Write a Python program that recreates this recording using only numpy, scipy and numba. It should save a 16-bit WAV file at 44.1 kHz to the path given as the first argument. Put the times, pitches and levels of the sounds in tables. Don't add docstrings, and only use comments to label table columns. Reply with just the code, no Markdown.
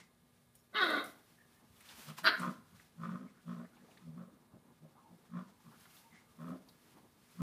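import sys
import numpy as np
from scipy import signal
from scipy.fft import rfft, irfft
from scipy.io import wavfile
from scipy.ndimage import uniform_filter1d
from numba import njit

SR = 44100
rng = np.random.default_rng(int(sys.argv[2]) if len(sys.argv) > 2 else 0)


def nominal_scale(level):
    x = np.asarray(level, float) / 20
    return 10 ** x


def wrap_up_sound(samples):
    columns = np.atleast_2d(samples).T
    tamed = np.clip(columns, -1, 1)
    steps = np.round(tamed * 32767).astype(np.int16)
    wavfile.write(sys.argv[1], SR, steps)


N = 327206
T = np.arange(N) / SR


def unit(x):
    return x / np.sqrt(np.mean(x ** 2))


@njit
def svf(x, hz, width):
    y, band_state, low_state = np.empty(len(x)), 0., 0.
    for i in range(len(x)):
        g, k = np.tan(np.pi * hz[i] / SR), width / hz[i]
        v = (band_state + g * (x[i] - low_state)) / (1 + g * (g + k))
        band_state = 2 * v - band_state
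        low_state += 2 * g * v
        y[i] = k * v
    return y


def band(x, hz, width):
    hz = hz + np.zeros(N)
    return svf(svf(x, hz, 1.5 * width), hz, 1.5 * width)


def tract(x, modes):
    total = np.zeros(N)
    for k, (hz, width, db) in enumerate(modes):
        total = total + (-1) ** k * nominal_scale(db) * band(x, hz, width)
    return unit(total)


def walk(rate):
    k = int(SR / rate)
    steps = np.repeat(rng.standard_normal(N // k + 1), k)
    return 2.1 * uniform_filter1d(uniform_filter1d(steps, k), k)[:N]


@njit
def folds(hz, jitter, shimmer, chance):
    pulses, phase, p, k = np.zeros(len(hz) + 1), np.empty(len(hz)), 0., 0
    for i in range(len(hz)):
        step = hz[i] * np.exp(jitter[i] * chance[k, 0]) / SR
        p += step
        if p >= 1:
            p, k = p - 1, k + 1
            size = np.exp(shimmer[i] * chance[k, 1]) / np.sqrt(step)
            pulses[i] += size * p / step
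            pulses[i + 1] += size * (1 - p / step)
        phase[i] = p
    return pulses[:-1], phase


def pushes(s, hold, db, rise_db_s, sag_db_s, fall_db_s):
    age = T - s
    rise_db = rise_db_s * np.maximum(-age, 0)
    sag_db = sag_db_s * np.clip(age, 0, hold)
    fall_db = fall_db_s * np.maximum(age - hold, 0)
    return nominal_scale(db - np.minimum(rise_db + sag_db + fall_db, 120)), age


# f/Hz, level/dB
HUM = [(120, -90.5), (240, -77.5), (1200, -87.5), (1680, -89.5), (1920, -103.5), (2160, -92.5),
       (2400, -101.5), (3600, -97.5)]
# f/Hz, density/dB per Hz
AIR = [(15, -54.5), (25, -13), (75, -2.5), (183, 3), (209, -17), (233, -7), (267, -18), (368, -7),
       (826, -15), (1240, -19.5), (2300, -30.5), (3930, -23), (5280, -35), (9550, -22), (15500, -27)]


def air():
    hz, db = np.transpose(AIR)
    bins = np.arange(N // 2 + 1) * SR / N + 1
    colour = nominal_scale(np.interp(np.log(bins), np.log(hz), db))
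    noise = irfft(rfft(rng.standard_normal(N)) * colour, N)
    flicker_db = .6 * walk(8)
    hum = sum(np.sqrt(2) * nominal_scale(line_db) * np.sin(2 * np.pi * f * T) for f, line_db in HUM)
    return unit(noise) * nominal_scale(-71.5 + flicker_db) + hum


# start t/s, length/s, f/Hz, level/dB, width/Hz
WHINES = [(-.04, 0.088, 2060, -65, 150), (.55, .08, 5500, -80, 400), (.55, .07, 6800, -82, 500),
          (0.751, 0.038, 3030, -42.5, 350), (1.37, 0.07, 1760, -71, 130), (1.43, .04, 1760, -76, 130),
          (1.54, 0.065, 1804, -75, 120), (3.261, 0.049, 2080, -68.5, 220), (3.33, .1, 1450, -73, 300),
          (3.46, .08, 3300, -73, 300), (3.63, .05, 1750, -69, 250), (3.71, .05, 1400, -72, 250),
          (3.77, .06, 1700, -74, 200), (4.31, .06, 290, -67, 60), (4.94, 0.087, 1000, -66.5, 219),
          (4.992, 0.14, 900, -70, 130), (5.382, 0.18, 996, -68, 50), (5.7, .07, 1250, -68, 400),
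          (5.982, 0.16, 925, -72, 45), (6.099, 0.12, 2040, -65.5, 221), (6.14, 0.049, 1720, -73, 150),
          (6.26, .07, 1200, -72, 120)]


def whines():
    pure_hz = 75
    noise = rng.standard_normal(N)
    waver = 2 * np.pi * np.cumsum(1 + .012 * walk(25)) / SR
    out = np.zeros(N)
    for s, length, hz, db, width in WHINES:
        swell = np.sin(np.pi * np.clip((T - s) / length, 0, 1)) ** 0.95
        pure = np.clip(1 - width / pure_hz, 0, .9)
        tone = pure * np.sqrt(2) * np.sin(hz * waver)
        breath = np.sqrt(1 - pure ** 2) * tract(noise, [(hz, width, 0)])
        out += nominal_scale(db) * swell * (tone + breath)
    return out


# loudest t/s, swell/s and fade/s for 20 dB, hiss level/dB, rasp against hiss/dB
SCUFFS = [(.005, .05, 0.052, -82, 20), (.552, .01, 0.16, -74, -14), (.835, 0.059, 0.42, -59, 0),
          (1.06, .04, 0.12, -59.5, -1), (1.32, 0.39, 0.27, -76.5, 2), (1.56, 0.16, 0.13, -78.5, 0.5),
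          (1.82, 0.23, 0.17, -70, 0), (1.905, 0.15, 0.13, -63, 6), (2.016, 0.14, 0.22, -58, 3),
          (2.099, 0.19, 0.07, -60.5, 5), (2.184, 0.021, 0.043, -54, 6), (2.244, 0.013, .05, -52, -5),
          (2.419, 0.071, 0.13, -58, 6), (2.771, 0.16, 0.21, -73, 4), (3.049, 0.12, 0.38, -80, 9.5),
          (3.52, 0.22, 0.37, -80.5, 7), (3.931, 0.28, 0.33, -81.5, 6.5), (5.41, 0.4, 0.34, -86, 10),
          (5.819, 0.27, .3, -69, 1), (5.97, 0.36, 0.18, -66, 0.5), (6.16, 0.048, 0.11, -81, 13),
          (6.49, 0.23, 0.17, -72.5, 1.5), (6.69, 0.023, 0.11, -70, -4), (6.88, 0.67, 0.55, -77, 2),
          (7.361, 0.27, 0.53, -71, 3)]
# heaviest t/s, swell and fade/s for 20 dB, level/dB
SHIFTS = [(.45, 7, -87), (1.15, 0.1, -69.5), (1.75, 1.8, -80.5), (2.62, 1.1, -79), (3.4, -0.5, -73),
          (3.9, 0.74, -70.5), (4.4, 1.5, -82.5), (4.7, 1.1, -72.5), (5.25, 1.5, -74), (5.5, -0.2, -69),
          (5.731, 0.14, -67.5), (6.3, 0.5, -74), (6.65, 1, -74), (7.0, 0.9, -71)]


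def scuffing():
    rest_hiss_db, rest_rasp_db, rest_weight_db = -88, -80.5, -84.5
    weight_db = -14
    s, swell, fade, db, rasp_db = np.array(SCUFFS, float).T[:, :, None]
    rise_db_s, fall_db_s = 20 / np.maximum(swell, .005), 20 / np.maximum(fade, .005)
    gain = pushes(s, 0 * s, db, rise_db_s, 0 * s, fall_db_s)[0]
    rub = np.max(gain * nominal_scale(rasp_db), axis=0)
    grains = rng.standard_normal(N) * nominal_scale(1.5 * rng.exponential(size=N) + .9 * walk(60))
    fur = tract(grains, [(7020, 9100, -21), (10160, 3900, 12.5), (12750, 12000, 8.5)])
    mat = tract(grains, [(1404, 2290, -2.3), (2600, 3020, 2), (3960, 4710, -2)])
    hiss = (gain.max(axis=0) + nominal_scale(rest_hiss_db)) * fur
    rasp = (rub + nominal_scale(rest_rasp_db)) * mat

    s, span, db = np.array(SHIFTS, float).T[:, :, None]
    slope = 20 / np.maximum(span, .02)
    shifting = pushes(s, 0 * s, db, slope, 0 * s, slope)[0].max(axis=0)
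    load = nominal_scale(weight_db) * rub + nominal_scale(rest_weight_db) + shifting
    bedding = tract(rng.standard_normal(N), [(223.0, 130, 9.0), (484.0, 200, -6.0), (900, 390, 0.0)])
    weight = load * nominal_scale(2 * walk(30)) * bedding
    return hiss + rasp + weight


# full at t/s, chest level/dB, chest f/Hz, mouth level/dB, nose level/dB
HUFFS = [(.015, -64, 174.2, -21, -19), (2.738, -61.5, 183.8, -12, -28), (3.31, -63, 192.8, -9, -17),
         (3.815, -62, 190.1, -20, -10), (4.35, -68, 189.6, -10, -9), (2.238, -55, 169.9, -29.5, -21),
         (4.278, -60, 185.1, -14, -9), (4.545, -61, 189, -24, -4.5), (4.838, -57.5, 157.9, -22.5, -4),
         (5.125, -58, 173.5, -32, -5.5), (5.662, -57, 167.1, -10.5, -15), (6.135, -65.5, 178.6, -7, -8),
         (6.53, -48, 184.7, -14, -7), (6.6, -63.5, 189.8, -20, -7), (5.47, -63, 187, -13.5, -8),
         (2.555, -59.5, 183.7, -15, -8)]
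# full at t/s, hold/s, chest level/dB, chest f/Hz, mouth level/dB
GRUNTS = [(2.092, .02, -49, 153.1, -9), (2.403, .022, -43, 185.1, -4.5), (2.434, .02, -47, 169.9, 6.5),
          (2.47, 0.023, -42, 187.9, -3), (2.506, 0.01996, -48, 183.9, -17), (2.997, .025, -47, 164.2, -16),
          (3.03, .035, -44.5, 172.1, -4.5), (3.071, .09, -41.5, 183.3, -12.5),
          (3.185, .075, -50, 191.7, -14.5), (3.49, .05, -42, 177, -14.5), (3.562, .085, -48, 175.2, -14.5),
          (4.023, .01, -60, 190.2, -14), (4.055, .01, -54, 165, -30), (4.078, .02, -45.5, 165.9, -32),
          (4.112, .02, -53, 155, -30), (4.14, .03, -51, 163.5, -29), (4.176, .055, -47.5, 175.7, -15.5),
          (4.257, .02, -60, 174.7, -15.5), (5.312, .01, -58, 187.5, -16.5), (5.34, .018, -44, 180.2, -16),
          (5.365, .032, -42, 180.1, -10.5), (5.408, .015, -48, 182.4, -13),
          (6.402, .045, -48, 160.4, -10.5), (6.459, .04, -47, 168.3, -10.5), (6.505, .03, -43, 176, -16),
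          (7.409, .03, -37.5, 174.6, -14.5)]
# t/s, f/Hz, level against the chest tone/dB, nose opening/dB
SIDES = [(2.1, 224.5, -6, 0.5), (2.42, 244.5, -4.5, -3.5), (2.49, 245, -5, 2.5), (3.0, 222, -7.5, -5),
         (3.16, 236.7, -4.5, -4.5), (3.22, 250.6, -2.5, 2), (3.5, 233.9, -9.5, -0.5), (3.63, 239.9, -1, -1),
         (4.07, 239, -8.5, 4), (4.14, 235.9, -8.5, -1), (4.2, 225.6, -7.5, 1.5), (5.34, 234.1, -3.5, -8),
         (5.42, 235.1, -6.5, -1), (6.4, 227, -4.5, -2), (6.46, 249.8, -1.3, -0.5), (6.541, 251.7, -4.5, 3),
         (7.4, 238.8, -11, -5.5)]
# f/Hz, width/Hz, level/dB
NOSE = [(294, 90, 6), (427, 80, 3), (534, 40, 7), (606, 80, 3), (790, 130, -6)]
# f/Hz, width/Hz, level/dB
SHUT_MOUTH = [(1035, 140, 1.5), (1290, 190, -0.65), (1550, 300, -10.5), (1920, 170, -14),
              (2360, 400, -21.5), (3400, 530, -25.5)]


def grunts():
    huff_s, glide_hz_s = .02, 39.81
    rise_db_s, sag_db_s, fall_db_s = 600, 10.5, 750
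    nose_db, nose_share, nose_rise_db_s = -8, 0.53, 54.5
    lips_lag_db_s, round_s = 199.5, 0.021
    rows = [(*row, nose_db + nose_share * row[-1]) for row in GRUNTS]
    rows += [(s, huff_s, *rest) for s, *rest in HUFFS]
    s, hold, db, hz, lips_db, nostril_db = np.array(rows, float).T[:, :, None]
    gain, age = pushes(s, hold, db, rise_db_s, sag_db_s, fall_db_s)
    age = np.clip(age, -.03, hold + .04)

    def loudest(part_db):
        return uniform_filter1d(np.max(gain * nominal_scale(part_db), axis=0), int(round_s * SR))

    push_hz = hz + glide_hz_s * (age - hold / 2)
    chest_hz = np.sum(gain * push_hz, axis=0) / gain.sum(axis=0)
    side_s, *columns = np.transpose(SIDES)
    side_hz, side_db, open_db = (np.interp(T, side_s, c) for c in columns)

    steady = np.ones(N)
    flap_hz = np.clip(side_hz - chest_hz, 45, 95)
    pulses, phase = folds(flap_hz, .07 * steady, .2 * steady, rng.standard_normal((N // 100, 2)))
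    flaps = unit(pulses)
    breath = unit(np.exp(-phase / .55) * rng.standard_normal(N))

    turn = 2 * np.pi * np.cumsum(chest_hz * (1 + .024 * walk(110))) / SR
    flap_turn = 2 * np.pi * phase
    chest = nominal_scale(1.3 * walk(50)) * np.sin(turn) + nominal_scale(-24) * np.sin(turn - flap_turn)
    side = nominal_scale(side_db + 1.8 * walk(50)) * np.sin(turn + flap_turn)
    nose_gain = nominal_scale(open_db) * loudest(nostril_db + nose_rise_db_s * age)
    nose = nose_gain * tract(flaps + 1.3 * breath, NOSE)
    mouth_gain = loudest(lips_db + lips_lag_db_s * np.minimum(age, 0))
    mouth = mouth_gain * tract(flaps + 1.6 * breath, SHUT_MOUTH)
    return np.sqrt(2) * loudest(0) * (chest + side) + nose + mouth


# t/s, peak level/dB, ring f/Hz, t60/s, crack level/dB
TICKS = [(0.551, -83, 1150, 0.07, -4), (1.764, -58, 3000, .04, -8), (1.807, -51.5, 2200, 0.056, -10),
         (1.888, -46.5, 3200, 0.076, -17), (2.1, -48, 2730, 0.091, -13.5), (2.009, -60.5, 930, 0.069, -3),
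         (2.182, -38, 1000, 0.056, -10), (2.396, -41.5, 8800, 0.052, -9), (2.437, -43, 840, 0.046, -35),
         (3.048, -46, 1400, 0.048, -35), (3.972, -54.5, 1840, 0.05, -30), (3.6, -58, 950, 0.06, -30),
         (3.974, -57, 3600, 0.05, -15), (2.797, -51, 1700, 0.042, -23), (3.767, -58, 840, 0.15, -28),
         (3.767, -62, 2700, 0.11, -30), (3.88, -57, 640, .15, -30), (4.951, -59, 840, .06, -30),
         (3.912, -59, 2500, 0.071, -30), (5.855, -55, 3200, 0.04, -30), (5.855, -60, 2150, 0.04, -30),
         (5.712, -59, 1030, 0.13, -30), (5.968, -55.5, 3500, 0.09, -29), (5.854, -51, 1260, 0.051, -21),
         (6.687, -53, 4400, 0.042, -30), (6.69, -60, 3800, 0.09, -30), (6.676, -64, 11000, 0.032, -5),
         (5.6, -61.5, 940, 0.087, -29)]
# t/s, level/dB (played 9.5 dB lower)
SNAPS = [(0.5523, -39), (0.902, -29), (1.041, -31.5), (1.806, -40), (5.6553, -61)]
# t/s, peak level/dB, floor f/Hz
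THUMPS = [(1.691, -57, 84), (1.929, -64.5, 67.6), (2.728, -59, 128.4), (4.527, -55, 126.8),
          (5.659, -55.5, 128), (6.299, -65.5, 79.2)]


def contacts():
    out, t = np.zeros(N + SR), np.arange(SR // 5) / SR
    rows = TICKS + [(s, db - 9.5, 9500, .05, 2.5) for s, db in SNAPS]
    rows = rows + [(s, db, hz, .18, -60) for s, db, hz in THUMPS]
    noise = rng.standard_normal((len(rows), 2, len(t)))
    for (s, db, hz, t60, crack_db), (rub, snap) in zip(rows, noise):
        attack = np.minimum(t / (0.00033 + .5 / hz), 1)
        decay = attack * np.exp(-np.log(1000) * t / max(t60, .01))
        centre = hz + 0 * t
        ring = unit(svf(svf(rub, centre, 0.38 * hz), centre, 0.38 * hz))
        crack = unit(np.diff(snap, prepend=0))
        hit = decay * (ring + nominal_scale(crack_db) * crack)
        out[int(s * SR):][:len(t)] += 0.87 * nominal_scale(db) * hit / np.abs(hit).max()
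    return out[:N]


# t/s, level/dB, fold f/Hz, mouth opening/0-1
YAP = [(.728, -73.5, 371.2, 0.13), (.748, -41.5, 377.5, 0.5), (.764, -36, 437.6, 1.),
       (.79, -33.5, 425.3, 0.98), (.826, -31.5, 365.9, 0.63), (.865, -36.5, 326.1, 0.54),
       (.93, -38, 300.8, 0.36), (.995, -39.5, 282, 0.44), (1.1, -66, 256.6, 0.01)]
# t/s, level/dB, fold f/Hz, mouth opening/0-1
BARK = [(2.232, -65.5, 210.7, 0.08), (2.243, -37.5, 214.6, .5), (2.258, -27.5, 216.3, 0.61),
        (2.277, -22, 218.5, 0.72), (2.302, -37, 212.6, 0.36), (2.33, -36.5, 208.9, 0.55),
        (2.357, -42, 217.3, 0.88), (2.393, -49, 213, .5), (2.42, -55, 220.5, .4)]
# t/s, share/0-1
ROUGH = [
    [(.75, .65), (.775, .55), (.81, .42), (.835, .42), (.87, .7), (1.0, .72), (1.05, .85)],
    [(2.25, .8), (2.3, .65), (2.4, .7)],
]
# upper throat level/dB, low partials with the mouth shut/dB, breath hiss at full effort/dB,
# hiss change as effort drops/dB per dB, upper throat lost likewise/dB per dB
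VOICES = [
    (-4.5, 10, -34.5, 0.61, 0.33),
    (-9.5, 5, -28, 0.27, .55),
]
# f/Hz, width/Hz, level/dB
MOUTH = [
    [(1106, 184, 6), (1486, 184, 12), (2037, 150, 8)],
    [(984, 120, -14.5), (1456, 260, -3), (1680, 290, -8.5), (2080, 210, -14)],
]
# f/Hz, width/Hz, level/dB
UPPER_THROAT = [
    [(2640, 190, -5), (3254, 150, 2), (3784, 245, 7), (4330, 210, -4.5), (4770, 580, -14.5)],
    [(2350, 300, -7), (2720, 340, 1), (3220, 230, 0.5), (3910, 300, 4.5), (4350, 430, 0), (4740, 300, 2),
     (5490, 350, -14), (6300, 450, -28)],
]
# f/Hz, width/Hz, level/dB
LOW_THROAT = [
    [(213, 39, -3), (348, 127, -2), (552, 120, -3), (712, 88, -4.5)],
    [(303, 97, -6), (425, 89, -11.5), (655, 92, -6)],
]
# multiple of the fold rate, level against the rough low partials/dB,
# octave against it/dB, mouth shift/per unit of opening
CLEAR = [
    (1, 1, -8.5, 0.062),
    (1.5, -15.5, -0.5, 0.11),
]
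# f/Hz, width/Hz, level/dB
HISS = [
    [(9400, 4000, -1), (12500, 8500, 3)],
    [(9100, 2200, -6.5), (12370, 5100, 1)],
]


def bark(call, rough, kind, mouth, upper, low, clear, breathy):
    open_low_db, open_upper_db = -27.5, -0.5
    full_db, jaw_wobble = -33, .015
    clear_escape = 0.21
    s, *columns = np.transpose(call)
    db, hz, opening = (np.interp(T, s, c) for c in columns)
    gate = uniform_filter1d(1. * ((T > s[0]) & (T < s[-1])), SR // 200)
    upper_db, low_db, hiss_db, hiss_lag, upper_lag = kind
    multiple, clear_db, octave_db, shift = clear

    moving_mouth = []
    for f, width, gain_db in mouth:
        jaw = 1 + shift * (opening - .6) + jaw_wobble * walk(40)
        moving_mouth.append((f * jaw, width, gain_db))
    rough = np.interp(T, *np.transpose(rough))
    weak_db = np.clip(full_db - db, -10, 40)
    upper_db = upper_db + open_upper_db * opening - upper_lag * weak_db
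    low_db = low_db + open_low_db * opening
    hiss_db = hiss_db + hiss_lag * weak_db

    uneven = np.tile([[0, 1.2], [0, -1.2]], (N // 100, 1))
    chance = rng.standard_normal((N // 100 * 2, 2)) + uneven
    pulses, phase = folds(hz, .06 * rough, .22 * rough, chance)
    breath = unit(np.exp(-phase / .5) * rng.standard_normal(N))
    source = np.sqrt(1 - rough ** 2) * unit(pulses) + rough * breath

    turn = 2 * np.pi * np.cumsum(multiple * hz) / SR
    escape_db = clear_escape * open_low_db * (opening - 0.63)
    fading_db = .5 * np.minimum(db + 39.5, 0)
    clear_gain = nominal_scale(clear_db - escape_db + 0.76 * walk(40) + fading_db)
    clear_tone = clear_gain * (np.sin(turn) + nominal_scale(octave_db) * np.sin(2 * turn))
    below = nominal_scale(low_db) * (clear_tone + 0.73 * tract(source + 1.1 * breath, low))
    above = nominal_scale(upper_db) * tract(source + .7 * breath, upper)
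    hiss = nominal_scale(hiss_db) * tract(breath + .8 * rng.standard_normal(N), breathy)
    voice = gate * nominal_scale(db) * (tract(source, moving_mouth) + below + above + hiss)
    return signal.sosfilt(signal.butter(4, 130, "high", fs=SR, output="sos"), voice)


# delay t/s, level/dB
ECHOES = [(.0017, -12.5), (.0031, -16), (.0048, -15), (.0073, -12.5), (.0102, -13.5), (.0139, -9.5)]


def near_echoes(voices):
    mids = signal.sosfilt(signal.butter(2, [500, 6000], "band", fs=SR, output="sos"), voices)
    out = np.zeros(N)
    for k, (s, db) in enumerate(ECHOES):
        out += (-1) ** k * nominal_scale(db) * np.pad(mids, (int(s * SR), 0))[:N]
    return out


@njit
def walls(x, lags, gain, damp):
    line, soft, out = np.zeros((8, 4096)), np.zeros(8), np.zeros(len(x))
    for i in range(len(x)):
        total = 0.
        for k in range(8):
            soft[k] += (1 - damp) * (gain[k] * line[k, (i - lags[k]) & 4095] - soft[k])
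            total += soft[k]
        for k in range(8):
            line[k, i & 4095] = x[i] + soft[k] - total / 4
        out[i] = soft[0] - soft[3] + soft[5] - soft[6]
    return out


def room(pen):
    t60_s, level_db, damp = 0.47, -16.5, .3
    lags = np.array([411, 563, 727, 919, 1123, 1361, 1597, 1873])
    return nominal_scale(level_db) * walls(pen + 1e-18, lags, nominal_scale(-60 * lags / SR / t60_s), damp)


def scene():
    calls = map(bark, (YAP, BARK), ROUGH, VOICES, MOUTH, UPPER_THROAT, LOW_THROAT, CLEAR, HISS)
    voices = sum(calls) + grunts() + whines()
    pen = voices + contacts() + scuffing()
    return (pen + near_echoes(voices) + room(pen) + air())[None]


def roll_off(x):
    return signal.sosfilt(signal.butter(12, 15660, fs=SR, output="sos"), x)


def record(dry):
    thin = signal.sosfilt(signal.butter(2, 45, "high", fs=SR, output="sos"), dry)
    thin = signal.sosfilt(signal.ellip(10, .2, 60, 15330, fs=SR, output="sos"), thin)
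    return roll_off(thin)


dry = scene()
out = record(dry)
wrap_up_sound(out)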